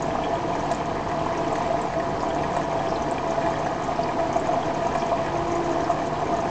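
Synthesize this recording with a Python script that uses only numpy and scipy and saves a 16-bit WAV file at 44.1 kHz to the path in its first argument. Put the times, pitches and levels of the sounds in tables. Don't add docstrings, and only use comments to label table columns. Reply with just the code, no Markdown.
import sys
import numpy as np
from scipy import signal
from scipy.fft import rfft, irfft, next_fast_len
from scipy.io import wavfile
from scipy.ndimage import uniform_filter1d, map_coordinates

SR = 44100
rng = np.random.default_rng(int(sys.argv[2]) if len(sys.argv) > 2 else 0)


def bounce(signal):
    frames = np.transpose(np.atleast_2d(signal))
    limited = np.clip(frames, -1, 1)
    pcm = np.round(limited * 32767).astype(np.int16)
    wavfile.write(sys.argv[1], SR, pcm)


N = 286637

# time in seconds, dB above or below its usual strength.
FLOW_DRIFT = [(0.0, -0.5), (0.25, -1.5), (0.65, 1), (0.88, -2), (1.25, -0.5), (1.5, 0.5), (1.68, 1),
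              (1.9, -3), (2.15, -1), (2.3, -0.5), (2.9, -0.3), (3.05, -1.5), (3.5, 1), (3.73, -1),
              (4.15, 0.3), (4.55, -0.5), (4.67, 0.5), (4.85, 1.5), (5.45, -0.5), (5.8, 2), (6.12, -0.8),
              (6.5, -0.5)]
# start in seconds, relative level of the hollow's ring in dB,
# its t60 (the seconds it takes to fade by 60 dB), relative level of the splash in dB.
BIG_BUBBLES = [(0.150, -26, 0.05, -23), (0.184, -23.5, 0.18, -24.5), (0.250, -24, 0.32, -28),
               (0.326, -23.5, 0.13, -26.5), (0.500, -26.5, 0.2, -30), (0.550, -26.5, 0.17, -31),
               (0.630, -33, 0.15, -26), (0.711, -18.5, 0.041, -26.5), (1.119, -25.5, 0.26, -32),
               (1.201, -27, 0.072, -37), (1.261, -22, 0.06, -23), (1.410, -24, 0.2, -30.5),
               (1.520, -25, 0.21, -25), (1.604, -23, 0.14, -25.5), (1.701, -20, 0.1, -41),
               (1.736, -18, 0.11, -29), (1.786, -26, 0.096, -39), (1.955, -23, 0.32, -25.5),
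               (2.228, -23.5, 0.4, -23.5), (2.357, -24.5, 0.13, -24.5), (2.563, -20, 0.069, -25),
               (2.724, -27, 0.05, -24), (2.798, -25, 0.06, -28), (2.914, -24.5, 0.2, -27),
               (3.118, -21, 0.12, -30), (3.377, -19.5, 0.045, -37), (3.465, -19, 0.06, -21.5),
               (3.661, -24, 0.093, -25), (3.885, -24.5, 0.33, -27), (3.984, -19, 0.099, -39),
               (4.079, -23.5, 0.16, -31.5), (4.186, -22.5, 0.55, -23), (4.359, -17.5, 0.033, -25),
               (4.482, -22, 0.44, -30), (4.529, -25, 0.092, -27), (4.564, -21.5, 0.099, -30),
               (4.714, -22, 0.054, -31), (4.819, -22, 0.06, -32), (4.860, -19.5, 0.082, -28),
               (4.952, -20, 0.1, -24), (5.113, -17, 0.14, -23.5), (5.359, -19, 0.069, -27),
               (5.709, -21, 0.054, -36), (5.779, -29, 0.06, -26), (5.896, -19, 0.16, -24),
               (5.990, -25.5, 0.25, -36), (6.213, -18, 0.076, -27), (6.314, -24, 0.42, -26.5),
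               (6.386, -25.5, 0.062, -30), (6.442, -23.5, 0.095, -29)]


def whine(flow_db):
    # pitch in Hz, half-width in Hz, relative level in dB.
    modes = [(666.8, 16.7, -3), (691, 17, -8), (705.4, 14, -5)]
    mouth_hz, mouth_half_width_hz, mouth_db = 678, 62, 1.5

    def hollow(hz):
        return np.sqrt(sum(amp(db) ** 2 / (1 + ((hz - pitch) / half_width) ** 2) ** 2
                           for pitch, half_width, db in modes))

    drive = bubbles(count=2400, low_hz=543, high_hz=860, cycles=3.26, spread_db=1.5, rise=0.24)
    surges = gulps([(start, db, t60) for start, db, t60, _ in BIG_BUBBLES], rise_s=0.0049)
    strength = np.maximum(amp(-33.5 + 1.3 * flow_db), amp(-1.4) * surges)
    ring = strength * even(filtered(drive, hollow), span_s=0.022)
    return filtered(ring, lambda hz: amp(mouth_db) / (1 + ((hz - mouth_hz) / mouth_half_width_hz) ** 2))


def whine_core():
    hz = 667.5 + 7 * wobble(per_second=9)
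    return amp(-37 + flow_drift_db()) * sine(hz)


def splash(flow_db):
    # frequency in Hz, gain in dB.
    splash_colour = [(560, -12.5), (680, 3), (770, 0), (900, -2), (1100, -6.5), (1350, -17.5), (1700, -21),
                     (2500, -36)]
    crackle_colour = [(1000, -3.5), (1400, -2), (1700, 2), (2000, -4), (2800, -7), (3300, -15.5),
                      (4000, -11.5), (5000, -23.5)]
    fizz_colour = [(1940, -3), (3300, -1), (3500, -4), (4970, -4.5), (6500, -8.5), (7620, -13),
                   (8550, -21.5), (8800, -47)]
    gulp_t60 = 0.072
    surges = gulps([(start, db, gulp_t60) for start, _, _, db in BIG_BUBBLES], rise_s=0.0037)
    strength = np.hypot(amp(-30 + 0.5 * flow_db), amp(-1.5) * surges)
    middle = bubbles(count=7500, low_hz=608, high_hz=2130, cycles=7.7, spread_db=1.5, rise=0.048)
    middle = tank(room(middle, wet_db=-12.5), splash_colour)
    body = strength * even(middle, span_s=0.13)

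    small = bubbles(count=6500, low_hz=1117, high_hz=4840, cycles=15, spread_db=2, rise=0.06)
    small = tank(room(small, wet_db=-8), crackle_colour)
    crackle = amp(-41 + 0.31 * flow_db) * even(small, span_s=0.17)

    tiny = bubbles(count=650, low_hz=5900, high_hz=7700, cycles=80, spread_db=2, rise=0.03)
    ticking_hiss = amp(-12.5) * room(tiny, wet_db=-4) + rng.standard_normal(N)
    fizz = amp(-45 + 0.5 * flow_db) * coloured(ticking_hiss, fizz_colour)
    return body + crackle + fizz


def churn():
    # frequency in Hz, gain in dB.
    swarm_colour = [(24, -39.5), (40, -12), (97, -10.5), (145, -11), (192, -7), (322, 3.5), (383, -1),
                    (534, 0), (579, -5.5), (620, -13), (810, -39.5), (1360, -120)]
    rumble_colour = [(14, -27), (30, -13), (40, -6.5), (52, -7.5), (65, -1.5), (80, -9.5), (120, -3.5),
                     (180, -2.5), (300, -10), (1000, -66)]
    large = bubbles(count=4500, low_hz=163, high_hz=810, cycles=4.5, spread_db=1.5, rise=0.12)
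    swarm = coloured(room(large, wet_db=-11), swarm_colour)
    rumble = coloured(rng.standard_normal(N), rumble_colour)
    return amp(-32) * swarm + amp(-38) * rumble


def bubbles(count, low_hz, high_hz, cycles, spread_db, rise):
    when, pitch, size = rng.random((count, 3)).T[:, :, None]
    hz = low_hz * (high_hz / low_hz) ** pitch
    samples = np.arange(min(int(cycles * SR / low_hz), 5000000 // count))
    age = np.minimum(samples / SR * hz / cycles, 1)
    strength = hz * amp(-spread_db * np.log(0.02 + size))
    phase = 2 * np.pi * cycles * age * (1 + rise * age / 2)
    rings = strength * amp(-60 * age) * np.sin(phase) * (age < 1)
    positions = (when * N).astype(int) + samples
    return unit(np.bincount(positions.ravel(), rings.ravel(), N)[:N])


def gulps(rows, rise_s):
    out, t = np.zeros(N), np.arange(SR) / SR
    for start, db, t60 in rows:
        surge = (1 - np.exp(-t / rise_s)) * amp(-60 * t / t60)
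        add_at(out, start, amp(db) * surge / surge.max())
    return out


def flow_drift_db():
    times, db = np.transpose(FLOW_DRIFT)
    return np.interp(np.arange(N) / SR, times, db)


def droplets():
    # start in seconds, level in dB, pitch in Hz.
    landings = [(0.111, -34, 3200), (0.159, -31.5, 1350), (0.237, -26.5, 2780), (0.2555, -35.5, 4300),
                (0.355, -33, 3100), (0.534, -31.5, 2600), (0.7126, -24.5, 1800), (0.955, -29.5, 1750),
                (1.1158, -28, 1900), (1.1935, -34.5, 3100), (1.292, -34, 1750), (1.3505, -25.5, 1950),
                (1.556, -26.5, 1850), (1.9377, -25.5, 1760), (2.000, -25.5, 1900), (2.3033, -34, 3600),
                (2.4351, -24.5, 2110), (2.565, -27.5, 1720), (2.615, -27, 1850), (2.791, -35.5, 3800),
                (2.870, -33.5, 3080), (3.181, -25.5, 2350), (3.415, -28, 1750), (3.425, -29, 2300),
                (3.463, -27, 1900), (3.5382, -26.5, 1750), (3.555, -33.5, 3700), (3.6673, -26.5, 1820),
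                (3.715, -32, 1750), (3.724, -32, 1750), (4.088, -26.5, 2000), (4.1991, -30.5, 1900),
                (4.6283, -34.5, 3200), (4.824, -27, 1700), (4.95, -24.5, 1980), (5.021, -29.5, 2800),
                (5.094, -32.5, 2660), (5.262, -24.5, 1850), (5.282, -27.5, 1800), (5.446, -38, 2460),
                (5.817, -30.5, 1600)]
    # pitch in Hz, relative level in dB, t60 in seconds.
    rim_modes = [(1505, -2.5, 0.05), (1686, 0.5, 0.055), (1878, 2.5, 0.031), (2390, 1, 0.039),
                 (3060, -3, 0.043), (3296, -0.5, 0.046)]
    reach_octaves = 0.42
    click_db, click_t60, attack_s = -11.5, 0.0085, 0.00026
    out, t = np.zeros(N), np.arange(SR // 8) / SR
    mode_hz, mode_db, t60 = np.transpose(rim_modes)
    rings = amp(-60 * t / t60[:, None]) * np.sin(2 * np.pi * mode_hz[:, None] * t)
    attack = 1 - np.exp(-t / attack_s)
    chances_db = rng.standard_normal((len(landings), len(rim_modes)))
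    for (start, db, pitch), chance_db in zip(landings, chances_db):
        nearness = np.exp(-(np.log2(mode_hz / pitch) / reach_octaves) ** 2)
        share = amp(mode_db + chance_db) * nearness
        ring = attack * (share @ rings) / np.linalg.norm(share)
        noise = unit(bandpass(rng.standard_normal(len(t)), 1200, 4000))
        click = amp(click_db - 60 * t / click_t60) * noise
        add_at(out, start, amp(db) * (ring + click))
    return out


def pops():
    # start in seconds, relative level in dB, pitch in Hz.
    bursts = [(0.0223, -32, 6700), (0.5524, -33.5, 6160), (0.7138, -30, 7070), (0.7355, -33.5, 5200),
              (0.7474, -34.5, 7100), (0.856, -38, 6680), (1.087, -37.5, 6130), (1.257, -40, 6610),
              (1.3748, -33.5, 6100), (1.4795, -40, 5890), (1.5254, -38, 7600), (1.5818, -37, 6750),
              (1.8145, -36, 7640), (2.2045, -32.5, 5170), (2.2257, -34.5, 6670), (2.2867, -40.5, 7050),
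              (2.3471, -36, 6630), (2.427, -35.5, 4700), (2.5306, -41.5, 6590), (2.5655, -34.5, 7660),
              (2.9397, -38, 5270), (2.9582, -30.5, 4050), (3.021, -33, 6170), (3.1112, -34.5, 7630),
              (3.3074, -32, 6240), (3.6611, -38, 5900), (3.8394, -38.5, 6760), (3.960, -37.5, 5200),
              (4.0330, -34, 4620), (4.328, -33.5, 6280), (4.3655, -36, 6600), (4.3974, -37.5, 7360),
              (4.4697, -36.5, 6900), (4.5313, -35.5, 6220), (4.6588, -40.5, 6300), (4.7446, -38, 6350),
              (4.868, -33.5, 6400), (4.9746, -37.5, 6780), (5.0629, -37, 6280), (5.3732, -38.5, 6320),
              (5.475, -37.5, 6250), (5.5175, -32, 6210), (5.5526, -35.5, 6770), (5.8040, -35.5, 6100),
              (5.842, -35.5, 5380), (6.339, -40, 6180), (6.3649, -37.5, 6680), (6.4030, -34, 6270),
              (6.4552, -40.5, 6230)]
    attack_s, ring_t60, scatter_t60, scatter_db = 0.0004, 0.027, 0.065, -2.5
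    out, t = np.zeros(N), np.arange(4096) / SR
    attack = 1 - np.exp(-t / attack_s)
    for start, db, hz in bursts:
        ring = amp(-60 * t / ring_t60) * np.sin(2 * np.pi * hz * t)
        noise = around_pitch(rng.standard_normal(len(t)), hz, width_hz=0.21 * hz)
        scatter = amp(scatter_db - 60 * t / scatter_t60) * noise
        add_at(out, start, amp(db) * attack * (ring + scatter))
    return out


def snaps(t60):
    # start in seconds, relative level in dB.
    bursts = [(0.714, -20.5), (0.749, -31.5), (1.5542, -28), (2.5664, -27.5), (4.951, -25)]
    out, t = np.zeros(N), np.arange(SR // 10) / SR
    for start, db in bursts:
        add_at(out, start, amp(db - 60 * t / t60) * rng.standard_normal(len(t)))
    return bandpass(out, 1000, 4500)


def foam():
    # start and length in seconds, level at its loudest in dB, pitch in Hz.
    clusters = [(0.576, 0.048, -48.5, 5900), (2.609, .06, -50, 6070), (2.874, .05, -46, 5430),
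                (3.575, .04, -49, 6330), (3.81, 0.055, -48.5, 6500), (4.019, 0.031, -47.5, 5140),
                (4.965, .07, -47.5, 5400), (5.627, .05, -49.5, 6380), (5.70, 0.045, -51, 6300),
                (5.89, 0.042, -48, 6900), (6.056, 0.028, -48, 6650)]
    out = np.zeros(N)
    for start, length, db, hz in clusters:
        size = int(length * SR)
        noise = rng.standard_normal(size)
        grain_db = 4 * unit(uniform_filter1d(rng.standard_normal(size), size=64))
        sizzle = around_pitch(noise * amp(grain_db), hz, width_hz=0.25 * hz)
        swell = np.sin(np.linspace(0, np.pi, size))
        add_at(out, start, amp(db) * swell * sizzle)
    return out


def passing_tone():
    start_s, rise_s, hold_s, fall_s = 5.17, 0.25, 0.41, 0.04
    corners = start_s + np.cumsum([0, rise_s, hold_s, fall_s])
    swell = np.interp(np.arange(N) / SR, corners, [0, 1, 1, 0])
    hz = 338.5 + 3.5 * wobble(per_second=12)
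    level_db = -32.3 + 1.5 * wobble(per_second=28)
    return amp(level_db) * swell * sine(hz)


def pump(mains_hz):
    # multiple of the mains frequency, level in dB.
    harmonics = [(1, -54), (2, -50.5), (3, -42), (5, -52.5), (7, -51), (8, -50.5), (9, -46), (10, -54),
                 (11, -50), (12, -52.5)]
    t = np.arange(N) / SR
    return sum(amp(db) * np.sqrt(2) * np.sin(2 * np.pi * (multiple * mains_hz * t + rng.random()))
               for multiple, db in harmonics)


def tank(x, colour):
    # pitch in Hz, width in Hz, boost in dB.
    modes = [(849, 41, 3), (908, 40, -1.5), (960, 22, 7), (1018, 50, 4.5), (1087, 38, 2), (1233, 60, 7),
             (1344, 37, 3), (1500, 60, 1.5), (1717, 90, 2), (1955, 240, 4.5), (2370, 200, 6),
             (3097, 120, 8), (3200, 91, 0)]

    def boost_db(hz):
        return sum(db / (1 + (2 * (hz - pitch) / width) ** 2) for pitch, width, db in modes)

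    return filtered(x, lambda hz: amp(along(colour, hz) + boost_db(hz)))


def room(x, wet_db):
    # frequency in Hz, t60 in seconds.
    fade_times = [(200, 0.61), (2000, 0.21), (8000, 0.12)]
    size = 4096
    pieces = np.pad(x, (0, -N % size)).reshape(-1, size)
    hz, t, noise = signal.stft(rng.standard_normal((len(pieces), 2 * size)), SR, nperseg=256)
    fade = amp(-60 * t / along(fade_times, hz)[:, None])
    tails = signal.istft(noise * fade, SR, nperseg=256)[1]
    echoes = signal.fftconvolve(pieces, tails / np.linalg.norm(tails[0]), axes=1)
    positions = size * np.arange(len(pieces))[:, None] + np.arange(echoes.shape[1])
    return x + amp(wet_db) * np.bincount(positions.ravel(), echoes.ravel())[:N]


def amp(db):
    return 10 ** (np.asarray(db) / 20)


def unit(x):
    return x / np.sqrt(np.mean(x ** 2) + 1e-20)


def even(x, span_s):
    size = int(span_s * SR) + 1
    power = uniform_filter1d(uniform_filter1d(x * x, size), size)
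    return x / np.sqrt(np.abs(power) + 1e-12)


def add_at(out, start_s, sound):
    stretch = out[round(start_s * SR):][:len(sound)]
    stretch += sound[:len(stretch)]


def sine(hz):
    return np.sqrt(2) * np.sin(2 * np.pi * np.cumsum(hz) / SR)


def wobble(per_second):
    points = rng.standard_normal(int(N * per_second / SR) + 4)
    return map_coordinates(points, [np.arange(N) * per_second / SR])


def along(points, hz):
    frequencies, values = np.transpose(points)
    return np.interp(np.log(hz + 1), np.log(frequencies + 1), values)


def filtered(x, response):
    size = next_fast_len(N + SR // 2)
    return irfft(rfft(x, size) * response(np.fft.rfftfreq(size, 1 / SR)), size)[:N]


def coloured(x, colour):
    return unit(filtered(x, lambda hz: amp(along(colour, hz))))


def around_pitch(x, hz, width_hz):
    offset_hz = np.fft.rfftfreq(len(x), 1 / SR) - hz
    return unit(irfft(rfft(x) / (1 + 2j * offset_hz / width_hz) ** 2, len(x)))


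def bandpass(x, low_hz, high_hz):
    return signal.sosfilt(signal.butter(1, [low_hz, high_hz], "band", fs=SR, output="sos"), x)


def scene():
    flow_db = flow_drift_db() + 0.94 * wobble(per_second=26)
    surface = amp(-5) * pops() + foam() + droplets() + amp(-5.5) * snaps(t60=0.068)
    water = churn() + splash(flow_db) + whine(flow_db) + whine_core() + room(surface, wet_db=-12.5)
    return (water + pump(mains_hz=50.04) + passing_tone())[None]


def record(dry):
    top_hz = 8750
    return filtered(dry[0], lambda hz: hz < top_hz)[None]


dry = scene()
out = record(dry)
bounce(out)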